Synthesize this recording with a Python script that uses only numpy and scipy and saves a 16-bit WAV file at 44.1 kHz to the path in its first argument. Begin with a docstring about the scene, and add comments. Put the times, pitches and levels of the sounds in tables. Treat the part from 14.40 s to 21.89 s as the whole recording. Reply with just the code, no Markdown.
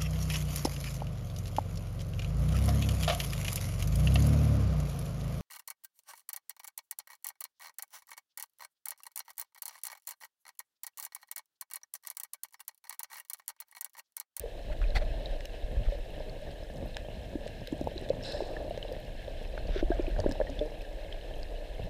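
"""Just under the surface of a lake, a swimmer carries a camera in a sealed housing.
Water heaves and churns against the case, and washes and hisses through its resonances.
Fingers rub the plastic, small bubbles tick, and one arm stroke leaves a cloud of fizz.
Up front, jolts thump the case and air pockets glug and set it ringing."""
import sys
import numpy as np
from scipy import signal
from scipy.fft import rfft, irfft
from scipy.io import wavfile
from scipy.ndimage import uniform_filter1d

SR = 44100
rng = np.random.default_rng(int(sys.argv[2]) if len(sys.argv) > 2 else 0)


def put_to_file(sound):
    """Save the sound as 16-bit audio at rate SR, in the file named by the first command-line argument."""
    columns = np.atleast_2d(sound).T  # one column per channel
    safe = np.clip(columns, -1, 1)
    whole_steps = np.round(safe * 32767)
    wavfile.write(sys.argv[1], SR, whole_steps.astype(np.int16))


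N = 330309
T = np.arange(N) / SR

# tone of the microphone's noise floor: (frequency [Hz], gain [dB])
MIC_EQ = [(3530, -54), (6000, 0), (9350, -1), (11400, -4), (12700, -4), (15200, -5.5)]
# motion of the case through the water: (time [s], heave level [dB], churn level [dB])
MOTION_LEVELS = [(0, -40, -52), (.3, -40, -49), (.45, -30.5, -49), (.8, -37.5, -47.5), (1.15, -40.5, -50.5),
                 (1.42, -33, -46), (1.7, -38.5, -51.5), (2.1, -44, -48.5), (2.5, -43.5, -46),
                 (3.1, -46, -47.5), (3.4, -44.5, -46.5), (3.7, -42, -42), (4.1, -43, -46),
                 (4.8, -40.5, -48.5), (5.15, -37, -50), (5.4, -31.5, -45.5), (5.65, -35, -48.5),
                 (5.82, -33, -46), (6.1, -38.5, -46.5), (6.5, -41, -54.5), (7.0, -37.5, -53),
                 (7.36, -39, -55), (7.45, -39, -46), (7.49, -39, -45)]
# water bed around the case: (time [s], wash level [dB], hiss level [dB])
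BED_LEVELS = [(0.0, -46, -57), (0.27, -48, -57), (0.69, -44.5, -54.5), (0.85, -43, -53.5), (1.06, -46, -56),
              (2.77, -47.5, -56.5), (3.32, -48.5, -55), (3.65, -46.5, -55.5), (4.01, -40, -55.5),
              (4.71, -48, -55.5), (5.63, -45, -54.5), (5.84, -42, -55), (6.26, -44.5, -55),
              (7.11, -46, -56), (7.49, -45, -55.5)]
# low rumble of the eddies: (frequency [Hz], gain [dB])
CHURN_EQ = [(32, -31), (55, -2.5), (86, -7.5), (118, -8.5), (221, -16), (260, -13), (340, -61), (570, -120)]
# hollow midrange of the case: (frequency [Hz], gain [dB])
WASH_EQ = [(120, -42.5), (200, -26), (253, -22), (291, -7.5), (377, -10), (603, -0.5), (794, -13.5),
           (928, -19.5), (1110, -28.5), (1300, -32), (1690, -73), (2860, -120)]
# bright resonances of the case wall: (frequency [Hz], gain [dB])
WALL_EQ = [(760, -38.5), (1300, -15), (1460, -9), (1660, 3.5), (2030, -3.5), (2400, -3.5), (2610, -0.5),
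           (2940, -1.5), (3460, -3), (3770, -4.5), (4040, -1.5), (4590, -13.5), (5210, -10.5), (5750, -18),
           (7000, -29), (9100, -34), (15400, -120)]
# fingers on the plastic: (start [s], peak [s], end [s], level [dB], share of glide [0-1])
FINGER_RUBS = [(0.308, 0.331, 0.34, -46.5, 0.3), (.415, 0.415, 0.48, -50.5, 0.3),
               (0.544, 0.565, 0.59, -31.5, 0), (.6, 0.626, 0.64, -48, 0.6), (1.428, 1.46, 1.5, -53.5, 0.5),
               (1.777, 1.805, 1.7, -55, 0.2), (5.28, 5.405, 5.415, -44, 0.94),
               (5.525, 5.533, 5.85, -57, 0.3), (5.763, 5.764, 6.1, -60, 0.15)]
# harsh finger scrape: (frequency [Hz], gain [dB])
SCRAPE_EQ = [(350, -40), (600, -13), (791, 2), (915, -12), (1220, -12.5), (1790, -5), (2630, -12.5),
             (2960, -15), (4330, -10.5), (6520, -27.5), (14000, -38)]
# hollow finger glide: (frequency [Hz], gain [dB])
GLIDE_EQ = [(590, -38), (1000, -10), (1110, -8), (1550, 1), (1910, -7), (2280, -3), (2560, -9.5),
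            (3640, -2), (4010, -8), (5840, -13.5), (6800, -31), (8840, -58), (15000, -120)]
# sparkle of the bubble cloud: (frequency [Hz], gain [dB])
FIZZ_EQ = [(650, -45), (1100, -14), (1350, -13), (1650, 3), (1780, -4), (2340, -25), (2660, -5),
           (3150, -13), (3870, 3), (4890, -7), (5240, -1), (6010, -20), (7320, -18), (8000, -16.5),
           (11500, -33), (15000, -67), (22000, -120)]
# thin treble snaps: (time [s], spit peak [dB], pitch [Hz], top edge relative to spit [dB])
TREBLE_SNAPS = [(1.0066, -43, 5230, -17), (1.055, -37, 5370, -2), (1.1494, -56, 5430, -8),
                (2.3695, -46, 5220, -11), (2.4604, -58, 5260, 11), (2.5684, -35, 4970, -14),
                (3.0704, -48, 5100, -15), (3.077, -46, 7810, -13), (3.2737, -41, 5030, 1),
                (3.3228, -46, 7450, -11), (3.4116, -45, 5020, -5), (3.4426, -49, 5400, 2),
                (3.4764, -51, 7170, 4), (3.689, -45.5, 8410, -10), (3.6965, -41, 5620, -25),
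                (3.836, -39, 5280, -14), (3.9214, -41, 4820, -3), (4.376, -43, 4980, -8),
                (4.5244, -44.5, 4900, 2), (4.6494, -50, 5000, -8), (5.029, -50, 5100, -15),
                (5.2719, -52, 4980, -22), (5.5443, -52, 6270, -19), (5.6231, -48, 5060, -16),
                (5.7882, -50, 4500, -15), (5.8013, -33.5, 4740, -24), (5.893, -42.5, 7600, -25),
                (5.913, -36, 4900, -19), (5.9214, -35, 5200, -8), (5.9494, -58, 5420, 0),
                (6.1, -40, 5170, -18), (6.2607, -48, 5110, -16), (6.4194, -48, 5200, -6),
                (7.0306, -43, 5070, -27)]
# small bubbles: (time [s], peak [dB], pitch [Hz], t60 [s])
BUBBLE_TICKS = [(0.416, -36, 1300, 0.0084), (0.427, -41, 1430, 0.012), (0.4399, -38.5, 2470, 0.022),
                (0.505, -40, 4010, 0.015), (0.559, -27, 2020, 0.014), (0.5672, -30, 2010, 0.017),
                (0.858, -32.5, 3840, 0.014), (1.0071, -41, 1900, 0.011), (1.056, -38.5, 2760, 0.0079),
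                (1.4341, -42.5, 2780, 0.015), (1.8961, -42, 4300, 0.015), (2.5455, -39, 3770, 0.011),
                (2.5685, -44, 1720, 0.036), (3.2735, -34.5, 3880, 0.0076), (3.5788, -32.5, 3960, 0.015),
                (3.689, -40, 3460, 0.014), (3.6965, -38.5, 4000, 0.012), (3.922, -32, 4140, 0.017),
                (4.1659, -31.5, 1750, 0.019), (4.3085, -43, 2830, 0.015), (4.4277, -31.5, 3050, 0.011),
                (5.05, -44, 2600, 0.012), (5.178, -32, 1560, 0.0045), (5.271, -43, 4510, 0.013),
                (5.5164, -35.5, 1610, 0.06), (5.6062, -43, 2400, 0.016), (5.667, -37, 2550, 0.017),
                (5.7628, -39, 1650, 0.0089), (5.802, -41, 1780, 0.015), (5.8656, -41.5, 1640, 0.015),
                (5.91, -39, 1700, 0.03), (6.013, -36, 1700, 0.019), (6.0698, -39, 1860, 0.031),
                (6.1911, -32, 3460, 0.022), (6.409, -42.5, 2580, 0.025), (6.726, -32.5, 3180, 0.0087),
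                (6.811, -44, 2900, 0.015), (7.031, -34.5, 4720, 0.0047)]
# dry raps on the wall: (time [s], peak [dB])
WALL_RAPS = [(.416, -37), (1.007, -35), (1.055, -33), (2.5686, -21.5), (3.077, -34), (3.273, -33),
             (3.689, -38), (4.376, -34), (4.427, -38), (4.88, -39), (5.177, -37), (5.788, -42),
             (6.191, -40), (6.725, -36)]
# harmonics of fluttering air: (multiple of the flutter rate, peak [dB])
BURBLE_HARMONICS = [(2, -34.5), (3, -29.5), (4, -25.5)]
# jolts of the case: (time [s], peak [dB], pitch [Hz], t60 [s])
CASE_JOLTS = [(0.299, -24, 25.5, 0.2), (0.407, -22, 35, 0.18), (.562, -18, 29.7, 0.024),
              (0.701, -26.5, 44, 0.089), (0.904, -29, 28.2, 0.15), (1.235, -27, 30, 0.028),
              (1.366, -19.5, 42, 0.075), (1.412, -33, 70, .04), (1.469, -19.5, 36, .08),
              (1.57, -27, 26, 0.27), (5.297, -25, 28.8, 0.09), (5.419, -22, 26, 0.16),
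              (5.605, -28.5, 26.4, 0.16), (5.786, -26, 88.4, 0.081), (5.872, -23, 35, 0.039),
              (7.42, -34.5, 108, 0.098), (7.441, -38.5, 170, 0.1)]
# lower and upper ring of the case: (pitch [Hz], t60 [s], rise [cycles])
CASE_RINGS = [(582.6, 0.029, 0.4), (880, 0.019, 0.61)]
# air pockets and knocks, with the case's rings relative to each peak:
# (time [s], peak [dB], pitch [Hz], t60 [s], lower ring [dB], upper ring [dB])
AIR_GLUGS = [(0.037, -31, 464, 0.1, -10, -24), (0.059, -37, 447, 0.071, 5.5, -24),
             (0.3, -30.5, 596, 0.06, -4, -13), (0.615, -21.5, 596, 0.04, 0.5, -24),
             (0.74, -33, 632, 0.046, -3, -19), (1.366, -30, 540, 0.018, -8, -27),
             (1.419, -34, 620, 0.051, -5, -25), (1.521, -25, 555, 0.05, -9, -33),
             (1.549, -29.5, 556, 0.05, -8, -30), (1.804, -24, 576, 0.031, -5, -22),
             (2.021, -33.5, 610, 0.043, 2, -24), (2.566, -34, 620, 0.02, -8, -5),
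             (2.647, -34, 590, 0.054, -13, -25), (2.954, -23.5, 292, 0.033, -24, -33),
             (3.014, -30, 562, 0.029, -6, -23), (3.063, -27.5, 533, 0.021, -11, -27),
             (3.28, -36.5, 490, 0.044, -8, -24), (3.325, -22.5, 285, 0.033, -19, -24),
             (3.412, -23.5, 270, 0.014, -6.5, -31), (3.472, -17.5, 558, 0.011, -11, -11.5),
             (3.515, -25.5, 556, 0.028, -2, -29), (3.559, -33, 351, 0.04, -21, -27),
             (3.62, -36.5, 362, 0.06, -8, -25), (3.702, -14, 507, 0.019, -3, -37),
             (3.943, -26, 580, 0.079, -6, -29), (4.005, -19.5, 580, 0.021, -11, -18),
             (4.02, -26.5, 375, 0.031, -18, -33), (4.163, -36.5, 553, 0.031, -5, -20),
             (4.308, -30, 675, 0.038, 1.5, -27), (4.375, -25, 516, 0.019, -6.5, -28),
             (4.45, -26.5, 577, 0.034, -11.5, -32), (4.516, -27.5, 492, 0.032, -14, -36),
             (4.58, -33, 600, 0.057, -7, -28), (4.879, -28.5, 530, 0.022, -8, -29),
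             (5.176, -25.5, 580, 0.027, -7.5, -20), (5.36, -25, 374, 0.058, -9.5, -29),
             (5.427, -20, 320, 0.032, -6, -34), (5.503, -17.5, 338, 0.027, -21, -28),
             (5.516, -23.5, 664, 0.072, -9, -31), (5.595, -22, 337, 0.037, -4.5, -33),
             (5.669, -34, 620, 0.019, -1, -27), (5.679, -27.5, 335, 0.036, -11, -25),
             (5.791, -21, 592, 0.032, -19, -35), (5.802, -26, 554, 0.022, -13, -28),
             (5.842, -30, 410, 0.032, -15, -4), (5.861, -16, 328, 0.013, -5.5, -38),
             (5.89, -27, 274, 0.055, -3, -20), (5.912, -29.5, 260, 0.043, -19, -11),
             (5.954, -20, 574, 0.02, -2, -22), (6.001, -11.5, 574, 0.034, -5.5, -33),
             (6.012, -14.5, 535, 0.025, -8.5, -26), (6.068, -35, 576, 0.028, -12, -24),
             (6.098, -34.5, 267, 0.12, -14, -25), (6.26, -33, 456, 0.06, -16, -17)]


def undb(db):
    """Decibels to gain."""
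    return 10 ** (np.asarray(db) / 20)


def level(x, db):
    """Set the rms level."""
    return x * undb(db) / np.sqrt(np.mean(x ** 2))


def add(out, start, x):
    """Mix a sound in at a time in seconds."""
    i = int(start * SR)
    out[i:i + len(x)] += x[:N - i]


def faders(table):
    """One fader ride per level column, in straight lines over time."""
    times, *columns = np.transpose(table)
    return (np.interp(T, times, column) for column in columns)


def band(x, lo_hz, hi_hz):
    """Gentle band-pass."""
    return signal.sosfilt(signal.butter(2, [lo_hz, hi_hz], "band", fs=SR, output="sos"), x)


def eq(x, table):
    """Minimum-phase EQ through (Hz, dB) points: it rings only after a hit."""
    hz, db = np.transpose(table)
    bins_hz = np.arange(4097) * SR / 8192
    curve_db = np.interp(np.log(bins_hz + 1), np.log(hz), db)
    cepstrum = irfft(curve_db * np.log(10) / 20)
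    cepstrum[1:4096] *= 2  # fold onto positive time
    cepstrum[4097:] = 0
    return signal.fftconvolve(x, irfft(np.exp(rfft(cepstrum))))[:N]


def wobble(rate):
    """Random drift to a new value rate times a second; spread near 1."""
    hold = int(SR / rate)
    steps = np.repeat(rng.standard_normal(N // hold + 1), hold)
    return uniform_filter1d(steps, hold)[:N]


def specks(per_s, spread_db):
    """Scattered impulses, mostly small, a few large."""
    hits = rng.random(N) < per_s / SR
    return hits * rng.standard_normal(N) * undb(spread_db * rng.exponential(size=N))


def ring(hz, t60, rise_cycles, climb=0):
    """A damped tone of peak 1 that swells in; climb bends its pitch up."""
    t = T[:int(t60 * SR) + 64]
    attack = (1 - np.exp(-t * hz / rise_cycles)) ** 2
    tone = np.sin(2 * np.pi * hz * t * (1 + climb * t / t60)) * attack * undb(-60 * t / t60)
    return tone / np.max(np.abs(tone))


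def spit(grit, hz, octaves, t60):
    """A dying burst of noise around a pitch, peak 1."""
    burst = grit * undb(-60 * T[:len(grit)] / t60)
    burst = band(burst, hz / 2 ** octaves, min(hz * 2 ** octaves, .45 * SR))
    return burst / np.max(np.abs(burst))


def bubbles(lo_hz, hi_hz, per_s, cycles, spread_db):
    """A swarm in 16 sizes; each size pops per_s times a second and rings at its own pitch."""
    swarm = 0
    for hz in np.geomspace(lo_hz, hi_hz, 16) * (1 + 0.026 * rng.standard_normal(16)):
        pole = np.exp((2j * np.pi - np.log(1000) / cycles) * hz / SR)
        pings = signal.lfilter([1], [1, -pole], specks(per_s, spread_db)).imag
        swarm += level(pings, 0) * np.sqrt(hz)
    return swarm


def mic_noise():
    """The microphone's own faint, airy hiss."""
    return level(eq(rng.standard_normal(N), MIC_EQ), -68.5)


def water():
    """The bed: heave and churn press on the case; wash and hiss come through its resonances."""
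    heave_db, churn_db = faders(MOTION_LEVELS)
    wash_db, hiss_db = faders(BED_LEVELS)
    heave_db += 2.5 * wobble(14)
    churn_db += 1.96 * wobble(16)
    heave = band(rng.standard_normal(N), 21.5, 40.7)
    heave /= np.sqrt(uniform_filter1d(heave ** 2, size=4000))  # a steady swing whose period wanders
    # eddies and their small slaps drive churn and wash together
    eddies = rng.standard_normal(N) * undb(2.44 * wobble(22))
    slaps = specks(per_s=90, spread_db=1.84) * undb(0.41 * churn_db)
    eddies += level(slaps, -2.65)
    gurgle = eddies + level(bubbles(229, 1110, per_s=20, cycles=18, spread_db=1.3), -21)
    tinkle = level(bubbles(1458, 5610, per_s=60, cycles=61, spread_db=2.15), -9)
    hiss = tinkle + rng.standard_normal(N) * undb(1.87 * wobble(30))
    return (level(heave, heave_db) + level(eq(eddies, CHURN_EQ), churn_db)
            + level(eq(gurgle, WASH_EQ), wash_db) + level(eq(hiss, WALL_EQ), hiss_db))


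def crackle():
    """Tiny bubbles pop faintly at the top of the bed."""
    return level(bubbles(4500, 13000, per_s=1.5, cycles=14, spread_db=2.5), -79.5)


def rubs():
    """Fingers stick and slip on plastic: dense grit, blended between scrape and glide."""
    grit = rng.standard_normal(N) * undb(3.1 * wobble(900))
    scrape, glide = (level(eq(grit, table), 0) for table in (SCRAPE_EQ, GLIDE_EQ))
    out = np.zeros(N)
    for start, peak, end, db, share in FINGER_RUBS:
        pressure = np.interp(T, [start, peak, end], [0, 1, 0]) ** 1.06
        out += undb(db) * pressure * (np.sqrt(1 - share) * scrape + np.sqrt(share) * glide)
    return out


def whistle(start, hz=5330, half_width_hz=110, t60=0.1):
    """Air squeezes through a narrow gap in a short, breathy whistle."""
    air = band(rng.standard_normal(N), hz - half_width_hz, hz + half_width_hz)
    return level(air, -49) * (T > start) * undb(-60 * np.maximum(T - start, 0) / t60)


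def fizz(start, rise_s=0.032, fade_db_per_s=64):
    """The arm stroke's cloud of fine bubbles bursts in and fades."""
    cloud = level(bubbles(1480, 9900, per_s=150, cycles=90, spread_db=1.5), -6)
    cloud += rng.standard_normal(N)
    age = T - start
    swell = np.clip(age / rise_s, 0, 1) * undb(-fade_db_per_s * np.maximum(age - rise_s, 0))
    return level(eq(cloud, FIZZ_EQ), -43) * swell


def snaps():
    """Thin treble snaps: a spit of noise with a ping inside and a crisp top edge."""
    out = np.zeros(N)
    for start, db, hz, top_db in TREBLE_SNAPS:
        grit = rng.standard_normal(400)
        add(out, start, undb(db) * spit(grit, hz, octaves=0.44, t60=0.0059))
        add(out, start, undb(db - 4.5) * ring(hz, t60=0.011, rise_cycles=0.9))
        add(out, start, undb(db + top_db) * spit(grit, 13300, octaves=0.29, t60=0.0064))
    return out


def ticks():
    """Small bubbles ring briefly, each with a noisy edge."""
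    out = np.zeros(N)
    for start, db, hz, t60 in BUBBLE_TICKS:
        edge = spit(rng.standard_normal(400), 1.01 * hz, octaves=0.3, t60=0.015)
        add(out, start, undb(db) * ring(hz, t60, rise_cycles=0.98, climb=0.013))
        add(out, start, undb(db - 8) * edge)
    return out


def raps():
    """The wall answers a dry click with its bright resonances."""
    out = np.zeros(N)
    rap = eq(signal.unit_impulse(N), WALL_EQ)[:2000]
    for start, db in WALL_RAPS:
        add(out, start, undb(db) * rap / np.max(np.abs(rap)))
    return out


def burble(start, flutter_hz=148, t60=0.15):
    """Air flutters out of a gap, its harmonics bending upward."""
    out = np.zeros(N)
    for multiple, db in BURBLE_HARMONICS:
        add(out, start, undb(db) * ring(multiple * flutter_hz, t60, rise_cycles=1, climb=0.062))
    return out


def thumps():
    """Each jolt swings the case in a deep, damped thump."""
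    out = np.zeros(N)
    for start, db, hz, t60 in CASE_JOLTS:
        add(out, start, -undb(db) * ring(hz, t60, rise_cycles=0.4))
    return out


def glugs():
    """Air pockets pulse with a rising pitch and set the case ringing."""
    out = np.zeros(N)
    for start, db, hz, t60, *rings_db in AIR_GLUGS:
        add(out, start, -undb(db) * ring(hz, t60, rise_cycles=0.36, climb=0.067))
        for ring_db, mode in zip(rings_db, CASE_RINGS):
            add(out, start, undb(db + ring_db) * ring(*mode))
    return out


def scene():
    """Mono mix of bed, close detail, arm stroke and the hits up front."""
    stroke_s = 3.826
    bed = mic_noise() + water()
    detail = ticks() + snaps() + crackle() + rubs() + raps()
    stroke = fizz(stroke_s) + whistle(stroke_s)
    return (bed + detail + stroke + burble(start=6.208) + thumps() + glugs())[None]


def record(dry):
    """The camera cuts the top with a steep low-pass."""
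    top_hz = 15300
    return signal.sosfilt(signal.ellip(10, .2, 60, top_hz, fs=SR, output="sos"), dry)


dry = scene()
out = record(dry)
put_to_file(out)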